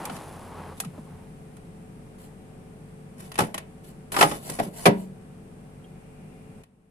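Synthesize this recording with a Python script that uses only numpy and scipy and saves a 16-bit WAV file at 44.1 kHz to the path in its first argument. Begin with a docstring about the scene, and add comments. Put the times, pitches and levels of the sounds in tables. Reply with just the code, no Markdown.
"""A plastic food tub scrapes onto another and settles with a click, over a refrigerator's hum.
A hand then pulls the compartment's clear flap over its catch and lets it clack shut.
Small stick-slips make the scrape and the rubbing; each blow rings the flap and the boxy cabinet.
Near the end a thin whine swells, then the hum falls away with a tick."""
import sys
import numpy as np
from scipy import signal
from scipy.fft import rfft, irfft
from scipy.io import wavfile

SR = 44100
rng = np.random.default_rng(int(sys.argv[2]) if len(sys.argv) > 2 else 0)


def wav_record(signal):
    """Record a signal, one row per channel, as 16-bit PCM in the file named by sys.argv[1]."""
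    frames = np.transpose(np.atleast_2d(signal))
    bounded = np.clip(frames, -1, 1)
    # unit amplitude maps onto the largest positive 16-bit level
    quanta = np.round(bounded * 32767).astype(np.int16)
    wavfile.write(sys.argv[1], SR, quanta)


N = 304290


def amp(db):
    return 10 ** (np.asarray(db) / 20)


def unit_rms(x):
    return x / np.sqrt(np.mean(x ** 2) + 1e-20)


def curve_at(points, hz):
    """Interpolate (Hz, value) points on a log-frequency axis."""
    point_hz, value = np.transpose(points)
    return np.interp(np.log(hz + 1), np.log(point_hz), value)


def add(mix, start_s, sound):
    part = mix[:, max(round(start_s * SR), 0):]
    part[:, :sound.shape[1]] += sound[:, :part.shape[1]]


def stereo_noise(correlation, size):
    """White noise whose left-right correlation follows a curve."""
    a, b = rfft(rng.standard_normal((2, size)))
    alike = np.clip(curve_at(correlation, np.fft.rfftfreq(size, 1 / SR)), -1, 1)
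    mid, side = a * np.sqrt((1 + alike) / 2), b * np.sqrt((1 - alike) / 2)
    return irfft([mid + side, mid - side], size)


def colour(x, spectrum, size=4096):
    """Minimum-phase filter through (Hz, dB) points."""
    log_gain = np.log(amp(curve_at(spectrum, abs(np.fft.fftfreq(size, 1 / SR)))))
    taps = np.fft.ifft(np.exp(np.conj(signal.hilbert(log_gain)))).real
    return signal.oaconvolve(x, taps[None, :size // 2], axes=1)[:, :x.shape[1]]


def gesture(start_s, rise_s, length_s, db, release_s, sag_db_per_s):
    """Gain envelope: smooth rise, sagging hold, exponential release."""
    t = np.arange(N) / SR - start_s
    attack = np.sin(np.pi / 2 * np.clip(t / rise_s, 0, 1)) ** 2
    hold = amp(db + sag_db_per_s * np.clip(t, 0, length_s))
    return attack * hold * np.exp(-np.maximum(t - length_s, 0) / release_s)


def softened(x, rise_s):
    """Soft plastic takes a moment to bite."""
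    return x * (1 - np.exp(-np.arange(x.shape[1]) / SR / rise_s))


def ring(modes, rise_s, size=32768):
    """Decaying modes, each with its own left-over-right phase lead."""
    t, sides = np.arange(size) / SR, np.array([[.5], [-.5]])
    out = np.zeros((2, size))
    for k, (hz, db, t60_s, lead) in enumerate(modes):
        out += amp(db - 60 * t / t60_s) * np.sin(2 * np.pi * hz * t + sides * lead + k * k)
    return softened(out, rise_s)


# Compressor lines. Each row: multiple of shaft speed, level in dB, left phase lead in rad.
HUM_LINES = [(1, -61, 0.055), (2.01, -60, 0.011), (3.034, -56, 0), (4.017, -58, 0.43), (5.01, -58.5, 0.76),
             (9.005, -58.5, 0.83), (11.01, -65.5, 0.93), (15.5, -68, 0.98)]
# Spectra of moving air and of the whine. Each row: frequency in Hz, relative level in dB.
AIR_SPECTRUM = [(20, -12.5), (58, -10), (80, -16.5), (110, -7.5), (165, 0), (230, -7.5), (310, -14.5),
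                (385, -12.5), (480, -18.5), (800, -20), (1000, -25), (2700, -34), (4000, -41),
                (6800, -42.5), (8600, -35), (11000, -39), (13000, -47), (16000, -69.5)]
WHINE_SPECTRUM = [(1500, -27.5), (2000, -3), (2430, -0.5), (2550, -9), (2720, 0), (3300, -27.5)]
# Stereo image of both. Each row: frequency in Hz, left-right correlation.
AIR_CORRELATION = [(30, 0.36), (160, 1), (300, 0.91), (500, 0.31), (900, -0.076)]


def fridge(shaft_hz=48.55, whistle_hz=2428, drop_s=6.615, fall_s=0.03):
    """Wavering compressor lines over rushing air and a thin whine; all sink slowly, then drop."""
    t = np.arange(N) / SR
    hum = np.zeros((2, N))
    for multiple, db, lead in HUM_LINES:
        waver = unit_rms(sum(np.sin(2 * np.pi * (hz * t + rng.random())) / np.sqrt(hz)
                             for hz in np.geomspace(.3, 6, 12)))
        turns = multiple * shaft_hz * t + rng.random()
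        phase = 2 * np.pi * turns + 0.16 * waver + lead * np.array([[.5], [-.5]])
        hum += amp(db) * np.sqrt(2) * np.cos(phase)
    air = amp(-47) * unit_rms(colour(stereo_noise(AIR_CORRELATION, N), AIR_SPECTRUM))
    swell = gesture(start_s=5.58, rise_s=0.75, length_s=0.79, db=-68, release_s=0.29, sag_db_per_s=-2.5)
    whine_band = unit_rms(colour(stereo_noise(AIR_CORRELATION, N), WHINE_SPECTRUM))
    whistle = amp(-5) * np.sin(2 * np.pi * whistle_hz * t)
    whine = (amp(-76.5) + swell) * (whine_band + whistle)
    running_db = 1.17 - 0.2 * t - 14 * np.clip((t - drop_s) / fall_s, 0, 1)
    return (hum + air + whine) * amp(running_db) * amp([[.55], [-.55]])


# Early reflections. Each row: left delay in seconds, right delay in seconds, gain in dB.
WALL_ECHOES = [(.0011, 0.0017, -16), (.0027, 0.002, -11), (.0046, 0.003, -9.5)]


def wall_echoes(x):
    """Echoes off the close walls comb a sound."""
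    out = x.copy()
    for left_s, right_s, db in WALL_ECHOES:
        add(out, left_s, amp(db) * x * [[1], [0]])
        add(out, right_s, amp(db) * x * [[0], [1]])
    return out


# Compartment decay. Each row: frequency in Hz, T60 in seconds.
COMPARTMENT_T60 = [(100, 0.091), (400, 0.56), (1000, 0.21), (2500, 0.22), (6000, .13), (14000, 0.13)]
# Stereo image of a burst. Each row: frequency in Hz, left-right correlation.
BURST_CORRELATION = [(100, 0.33), (300, 1), (500, -0.18), (850, 0.26), (1250, -0.9), (2200, -0.048)]


def burst(spectrum, t60_s, tail_db, size=16384):
    """Crowded plastic modes die fast; the compartment walls add a longer tail."""
    t = np.arange(size) / SR
    hz, frame_s, bands = signal.stft(stereo_noise(BURST_CORRELATION, size), SR, nperseg=256)
    decay = amp(-60 * frame_s / curve_at(COMPARTMENT_T60, hz)[:, None])
    tail = signal.istft(bands * decay, SR, nperseg=256)[1][:, :size]
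    direct = stereo_noise(BURST_CORRELATION, size) * amp(-60 * t / t60_s)
    blow = wall_echoes(colour(direct + amp(tail_db) * tail, spectrum))
    return blow / np.sqrt(np.mean(blow[:, :130] ** 2))  # unit rms over the first 3 ms


# Finger and hinge strokes. Each row: start, rise and length in seconds, level in dB.
STROKES = [(0.113, .015, 0.048, -45), (0.756, .03, 0.037, -49.5), (2.18, 0.011, 0.071, -54),
           (3.16, 0.052, 0.11, -47.5), (3.377, 0.016, 0.035, -33), (3.826, 0.026, 0.065, -51.5),
           (4.117, 0.0066, 0.24, -34), (4.175, 0.03, 0.033, -26.5), (4.395, 0.11, 0.17, -37),
           (4.598, 0.045, 0.043, -40), (4.71, 0.11, 0.16, -37), (4.923, 0.11, 0.092, -48.5)]
# Rubbed thin plastic. Each row: frequency in Hz, relative level in dB.
RUB_SPECTRUM = [(150, 0.5), (450, 5), (2500, -7), (4500, -9), (6500, -10.5), (9000, -3), (11300, -2),
                (12800, -10.5), (15500, -17.5)]


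def rubbing(slips_per_s=4000, spots_per_s=18, spot_count=5):
    """Fine slips of hand and flap sound thin plastic; the colour shifts as the contact wanders."""
    pressure = sum(gesture(*row, release_s=0.034, sag_db_per_s=-18) for row in STROKES)
    slips = (rng.random(N) < slips_per_s / SR) * rng.standard_normal(N)
    spot = (spots_per_s * np.arange(N) / SR + rng.random(N)).astype(int) % spot_count
    sound = np.zeros((2, N))
    for k in range(spot_count):
        response = burst(RUB_SPECTRUM, t60_s=0.016, tail_db=-29)
        sound += signal.oaconvolve((slips * (spot == k))[None], response, axes=1)[:, :N]
    return unit_rms(sound) * pressure


def stick_slip(slips_per_s, spread_db):
    """Rough gain from small random slips of uneven strength."""
    slips = rng.random(N) < slips_per_s / SR
    strength = amp(spread_db * np.minimum(rng.exponential(1, N), 4))
    return np.sqrt(unit_rms(np.convolve(slips * strength, np.hanning(64), "same")) + .5)


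# Pushes on the tub. Each row: start, rise and length in seconds, scrape level in dB.
PUSHES = [(0, 0.0021, 0.11, -37.5), (0.124, 0.052, 0.4, -45), (0.499, 0.083, 0.22, -42.5),
          (0.92, 0.023, 0.062, -52), (1.04, 0.045, 0.19, -56.5)]
# Spectra of tub body, sliding hiss and stack judder. Each row: frequency in Hz, relative level in dB.
SCRAPE_SPECTRUM = [(40, -36), (170, -10), (300, -2), (450, 0.5), (650, -2), (800, 2), (1050, 0),
                   (1400, -8.5), (5000, -29.5), (15000, -68)]
HISS_SPECTRUM = [(1000, 1.5), (3000, -1.5), (5500, -5), (9200, -1.5), (10300, 4.5), (11700, -5.5),
                 (15500, -13.5)]
JUDDER_SPECTRUM = [(50, -47), (76, -19), (87, 13), (98, -12), (140, -47)]


def tub_slide():
    """Slips of the tub's base sound its hollow body; judder grows as the stack takes the weight."""
    t = np.arange(N) / SR
    centred = [(100, 1.0), (3000, 0.93)]  # Hz, left-right correlation
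    body_slips = stereo_noise(centred, N) * stick_slip(slips_per_s=900, spread_db=1.4)
    hiss_slips = stereo_noise(centred, N) * stick_slip(slips_per_s=830, spread_db=3.5)
    body = unit_rms(colour(body_slips, SCRAPE_SPECTRUM))
    hiss = unit_rms(colour(hiss_slips, HISS_SPECTRUM))
    judder = unit_rms(colour(stereo_noise(centred, N), JUDDER_SPECTRUM, size=16384))
    push = sum(gesture(*row, release_s=0.033, sag_db_per_s=-3) for row in PUSHES)
    weight = amp(-16.5 + 19 * np.minimum(t, 1))
    return push * (body + weight * judder) + hiss * amp(-49.5 - 16.5 * t)


# Tub rim modes. Each row: frequency in Hz, level in dB, T60 in seconds, left phase lead in rad.
RIM_MODES = [(780, -7, 0.15, .5), (1630, 0, 0.05, 1.6), (2550, 5.5, 0.031, .9), (2780, 2, 0.024, 1.2),
             (3410, -2, 0.044, 1.2)]


def rim_snap(start_s=.801):
    """The tub's rim snaps past its neighbour and rings."""
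    out = np.zeros((2, N))
    add(out, start_s, amp(-34) * ring(RIM_MODES, rise_s=0.0012, size=8000))
    return out


# Dense modes of the plastic. Each row: frequency in Hz, relative level in dB.
CLACK_SPECTRUM = [(60, -32), (300, -1.5), (600, -1), (1200, 1.5), (2000, -1.5), (3300, -8.5), (4000, -12),
                  (5200, -11.5), (6500, -18), (15000, -52)]


def overtones(count=28):
    """A scatter of high flap modes; the highest die soonest."""
    hz = np.geomspace(1900, 12500, count) * rng.uniform(.97, 1.03, count)
    db = curve_at(CLACK_SPECTRUM, hz) + 3 * np.clip(rng.standard_normal(count), -2, 1.5)
    t60_s = 0.078 * (hz / 2000) ** -.3
    lead = rng.uniform(-np.pi, np.pi, count)
    return ring(zip(hz, db, t60_s, lead), rise_s=0.0022, size=12000)


# Light clicks. Each row: start in seconds, level in dB, relative treble in dB.
TICKS = [(0.0524, -34.5, 5.5), (0.097, -34.5, -22), (0.164, -40.5, -3), (0.8008, -29, 8),
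         (0.847, -39.5, -0.5), (1.5674, -51, 1.5), (3.203, -42.5, 0.5), (3.317, -35.5, -5),
         (3.341, -42, -2.5), (3.355, -33, -6), (3.378, -31, -7), (3.388, -24, 3), (3.437, -33.5, -17),
         (3.5426, -26, -2.5), (3.5782, -28.5, -4), (4.119, -30.5, 0.5), (4.254, -32, -14),
         (4.498, -35.5, 7.5), (4.596, -30, -5.5), (6.6349, -50, -4)]
# Spectra of a light click and of its treble snap. Each row: frequency in Hz, relative level in dB.
CLICK_SPECTRUM = [(100, -24), (450, -5), (850, 1.5), (1300, 4.5), (1650, -3.5), (2050, -0.5), (2600, -0.5),
                  (5200, -10.5), (8000, -13.5), (15000, -29.5)]
SNAP_SPECTRUM = [(1500, -38.5), (4000, -10.5), (6500, -4), (8500, 0.5), (11000, 5), (12500, -5),
                 (15500, -22.5)]


def ticks():
    """Light clicks of rims, nails and hinge; the last is a faint tick as the hum drops."""
    out = np.zeros((2, N))
    high_ring = amp(-15.5) * overtones()
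    for start_s, db, treble_db in TICKS:
        click = burst(CLICK_SPECTRUM, t60_s=0.028, tail_db=-17.5)
        treble = amp(treble_db) * burst(SNAP_SPECTRUM, t60_s=0.028, tail_db=-20)
        add(out, start_s, amp(db) * softened(click + treble, rise_s=0.0012))
        add(out, start_s, amp(db) * high_ring)
    return out


# Soft thuds. Each row: start in seconds, level in dB, first and last pitch in Hz, length in seconds.
THUDS = [(0.097, -34.5, 466, 149, 0.054), (0.851, -31.5, 289, 128, 0.046), (0.979, -34.5, 386, 112, 0.027),
         (3.411, -20.5, 186, 94, 0.02), (4.658, -30.5, 227, 170, 0.047), (4.878, -20, 153, 140, 0.017)]


def thuds(glide_s=0.0166):
    """The note of a tub or the flap sinks as the plastic takes a load."""
    out = np.zeros((2, N))
    for start_s, db, first_hz, last_hz, length_s in THUDS:
        t = np.arange(0, length_s, 1 / SR)
        hz = last_hz + (first_hz - last_hz) * np.exp(-t / glide_s)
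        tone = np.sin(2 * np.pi * np.cumsum(hz) / SR)
        add(out, start_s, amp(db) * np.sin(np.pi * t / length_s) * tone[None])
    return out


# Dull bumps. Each row: start in seconds, level in dB.
BUMPS = [(.098, -30), (3.485, -37), (3.548, -31), (4.5982, -20)]
# Thump of a hollow plastic box. Each row: frequency in Hz, relative level in dB.
THUMP_SPECTRUM = [(30, -26), (70, -22.5), (120, -9.5), (170, 0.5), (450, -2.5), (800, 1.5), (1100, -10.5),
                  (2500, -24.5), (15000, -67.5)]
CONTACT_RISE_S = 0.0014


def bumps():
    """Bumps against the hollow tub and the flap give short, dull thumps."""
    out = np.zeros((2, N))
    for start_s, db in BUMPS:
        thump = burst(THUMP_SPECTRUM, t60_s=0.04, tail_db=-16.5)
        add(out, start_s, amp(db) * softened(thump, CONTACT_RISE_S))
    return out


# Hollow raps. Each row: start in seconds, level in dB, note in Hz, T60 in seconds.
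RAPS = [(.0965, -29.5, 1300, 0.037), (.836, -37, 1254, .05), (.979, -32, 580, 0.031),
        (.9785, -48, 1250, 0.027), (3.3545, -44, 2680, 0.05), (3.3885, -18.5, 839.5, .15),
        (3.4035, -19, 554, 0.058), (3.5785, -33, 2010, 0.036), (4.168, -19.5, 1176, 0.038),
        (4.2095, -14, 2607, 0.046), (4.2115, -17.5, 700, 0.13), (4.2255, -11.5, 3094, 0.024),
        (4.2305, -5, 706, 0.027), (4.2315, -11.5, 480, .04), (4.588, -19, 697, 0.022),
        (4.5975, -20, 716, 0.064), (4.857, -13.5, 2353, 0.066), (4.8655, -10, 760, 0.065),
        (5.843, -49.5, 3210, 0.053)]
# Modes of a rapped spot. Each row: multiple of the note, relative level in dB.
SPOT_MODES = [(.88, -6.5), (1, 0.5), (1.13, -13.5)]


def raps(lead_rad=0.7):
    """A spot of plastic rings briefly in a few close modes; the note depends on the spot hit."""
    out = np.zeros((2, N))
    for start_s, db, hz, t60_s in RAPS:
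        modes = [(hz * multiple, mode_db, t60_s, lead_rad) for multiple, mode_db in SPOT_MODES]
        add(out, start_s, amp(db) * ring(modes, rise_s=0.00088, size=8000))
    return out


# Frame modes. Each row: frequency in Hz, level in dB, T60 in seconds, left phase lead in rad.
FRAME_MODES = [(404, -9.5, 0.35, .5), (495, -15, .2, 2.5), (572, -8.5, .26, 0.2), (650, -7.5, .13, 1),
               (739, 3, 0.1, 0.8), (783, 1, 0.077, 1.5), (938, -8.5, 0.24, 1), (980, -15.5, 0.29, 1.5),
               (1224, 7, 0.073, 3)]


def flap_landing(start_s=4.8595):
    """The falling flap lands on its frame and rings it."""
    out = np.zeros((2, N))
    add(out, start_s, amp(-13) * ring(FRAME_MODES, rise_s=0.0029))
    return out


# Modes of the cabinet, the wall panels and the flap.
# Each row: frequency in Hz, level in dB, T60 in seconds, left phase lead in rad.
CABINET_MODES = [(118, 3, 0.13, -0.097), (147, 4, 0.2, 0.76), (164.6, 7.5, 0.13, 0.0), (188, -4, 0.66, 0.4),
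                 (215.8, -1.5, .36, .3), (244.4, 4.5, 0.13, 0.44)]
PANEL_MODES = [(297, -0.5, 0.21, 0.57), (322.7, -1.5, 0.1, -0.13), (387.7, -4, 0.12, .3),
               (408, -7, 0.25, 0.53), (488, 0.5, 0.13, -0.78), (569, -3, 0.19, -0.95),
               (612, -6.5, 0.094, -1.6), (710, -2, 0.11, 1)]
FLAP_MODES = [(760, -11, 0.14, 2), (828.3, 1, 0.15, 0), (855, -5, 0.14, 1.9), (930, -8.5, 0.13, 4.5),
              (1014, -9, 0.11, -4), (1129, -0.5, 0.054, 7.5), (1263, 4, 0.12, 4), (1555, -8.5, 0.047, 4.5),
              (1936, -12, 0.11, -1.5), (2405, -12, 0.055, 0), (3210, -11, 0.09, 3.5)]
# Flap blows. Each row: start in seconds, force on the flap in dB, force on the cabinet in dB,
# pitch ratio of the bent flap (1 at rest).
FLAP_BLOWS = [(3.387, -18, -22, 1.02), (3.4027, -22.5, -35.5, 1.06), (3.4158, -33.5, -24.5, 1),
              (4.1415, -28, -42.5, 1.16), (4.1639, -19, -32.5, 0.95), (4.1874, -21, -28, 1.16),
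              (4.2094, -9.5, -29.5, 1.06), (4.2247, -10, -25, 0.99), (4.2314, -24.5, -24.5, 0.96),
              (4.244, -41, -32, 1.2), (4.3128, -28.5, -30.5, 1), (4.4943, -35.5, -33.5, 1.1),
              (4.588, -29, -29, 1.2), (4.5972, -30.5, -29, .95), (4.6642, -50, -38, 1.1),
              (4.855, -9.5, -32, 1.03), (4.8606, -12, -12.5, 0.63), (4.866, -15, -18, 0.73),
              (4.8834, -46.5, -18.5, 1)]


def flap_knocks(free_until_s=4.4, damped_db=-13.5):
    """Each blow snaps, clacks and rings the flap; the cabinet thumps, booms and rings its panels."""
    out = np.zeros((2, N))
    high_ring = amp(-15.5) * overtones()
    boom = amp(-7) * ring(CABINET_MODES, rise_s=.011)
    panels = amp(-2.5) * ring(PANEL_MODES, rise_s=.003)
    for start_s, flap_db, cabinet_db, bend in FLAP_BLOWS:
        bent_modes = [(hz * bend, *rest) for hz, *rest in FLAP_MODES]
        ring_db = -4.5 + damped_db * (start_s > free_until_s)
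        flap_ring = amp(ring_db) * ring(bent_modes, rise_s=.0025, size=14000)
        clack = burst(CLACK_SPECTRUM, t60_s=0.053, tail_db=-14)
        snap = amp(-13) * burst(SNAP_SPECTRUM, t60_s=0.069, tail_db=-32) * amp([[2], [-.5]])
        thump = amp(-6.5) * burst(THUMP_SPECTRUM, t60_s=0.1, tail_db=-15)
        for part in (softened(clack + snap, CONTACT_RISE_S), flap_ring, high_ring):
            add(out, start_s, amp(flap_db) * part)
        for part in (softened(thump, rise_s=0.002), boom, panels):
            add(out, start_s, amp(cabinet_db) * part)
    return out


def scene():
    """Flap, tubs and hand over the running refrigerator."""
    impacts = flap_knocks() + flap_landing() + raps() + ticks() + rim_snap() + thuds() + bumps()
    return impacts + tub_slide() + rubbing() + fridge()


# Right-channel treble loss. Each row: frequency in Hz, gain in dB.
RIGHT_ROLLOFF = [(9000, 0), (11300, -1.3), (13500, -3)]


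def record(dry, ceiling=.8, cutoff_hz=15600):
    """Dull the top of the right channel, round off the loudest peaks, low-pass."""
    heard = np.vstack([dry[:1], colour(dry[1:], RIGHT_ROLLOFF)])
    rounded = heard / (1 + (heard / ceiling) ** 6) ** (1 / 6)
    lowpass = signal.firwin(401, cutoff_hz, window=("kaiser", 9), fs=SR)
    return signal.oaconvolve(rounded, lowpass[None], "same")


dry = scene()
out = record(dry)
wav_record(out)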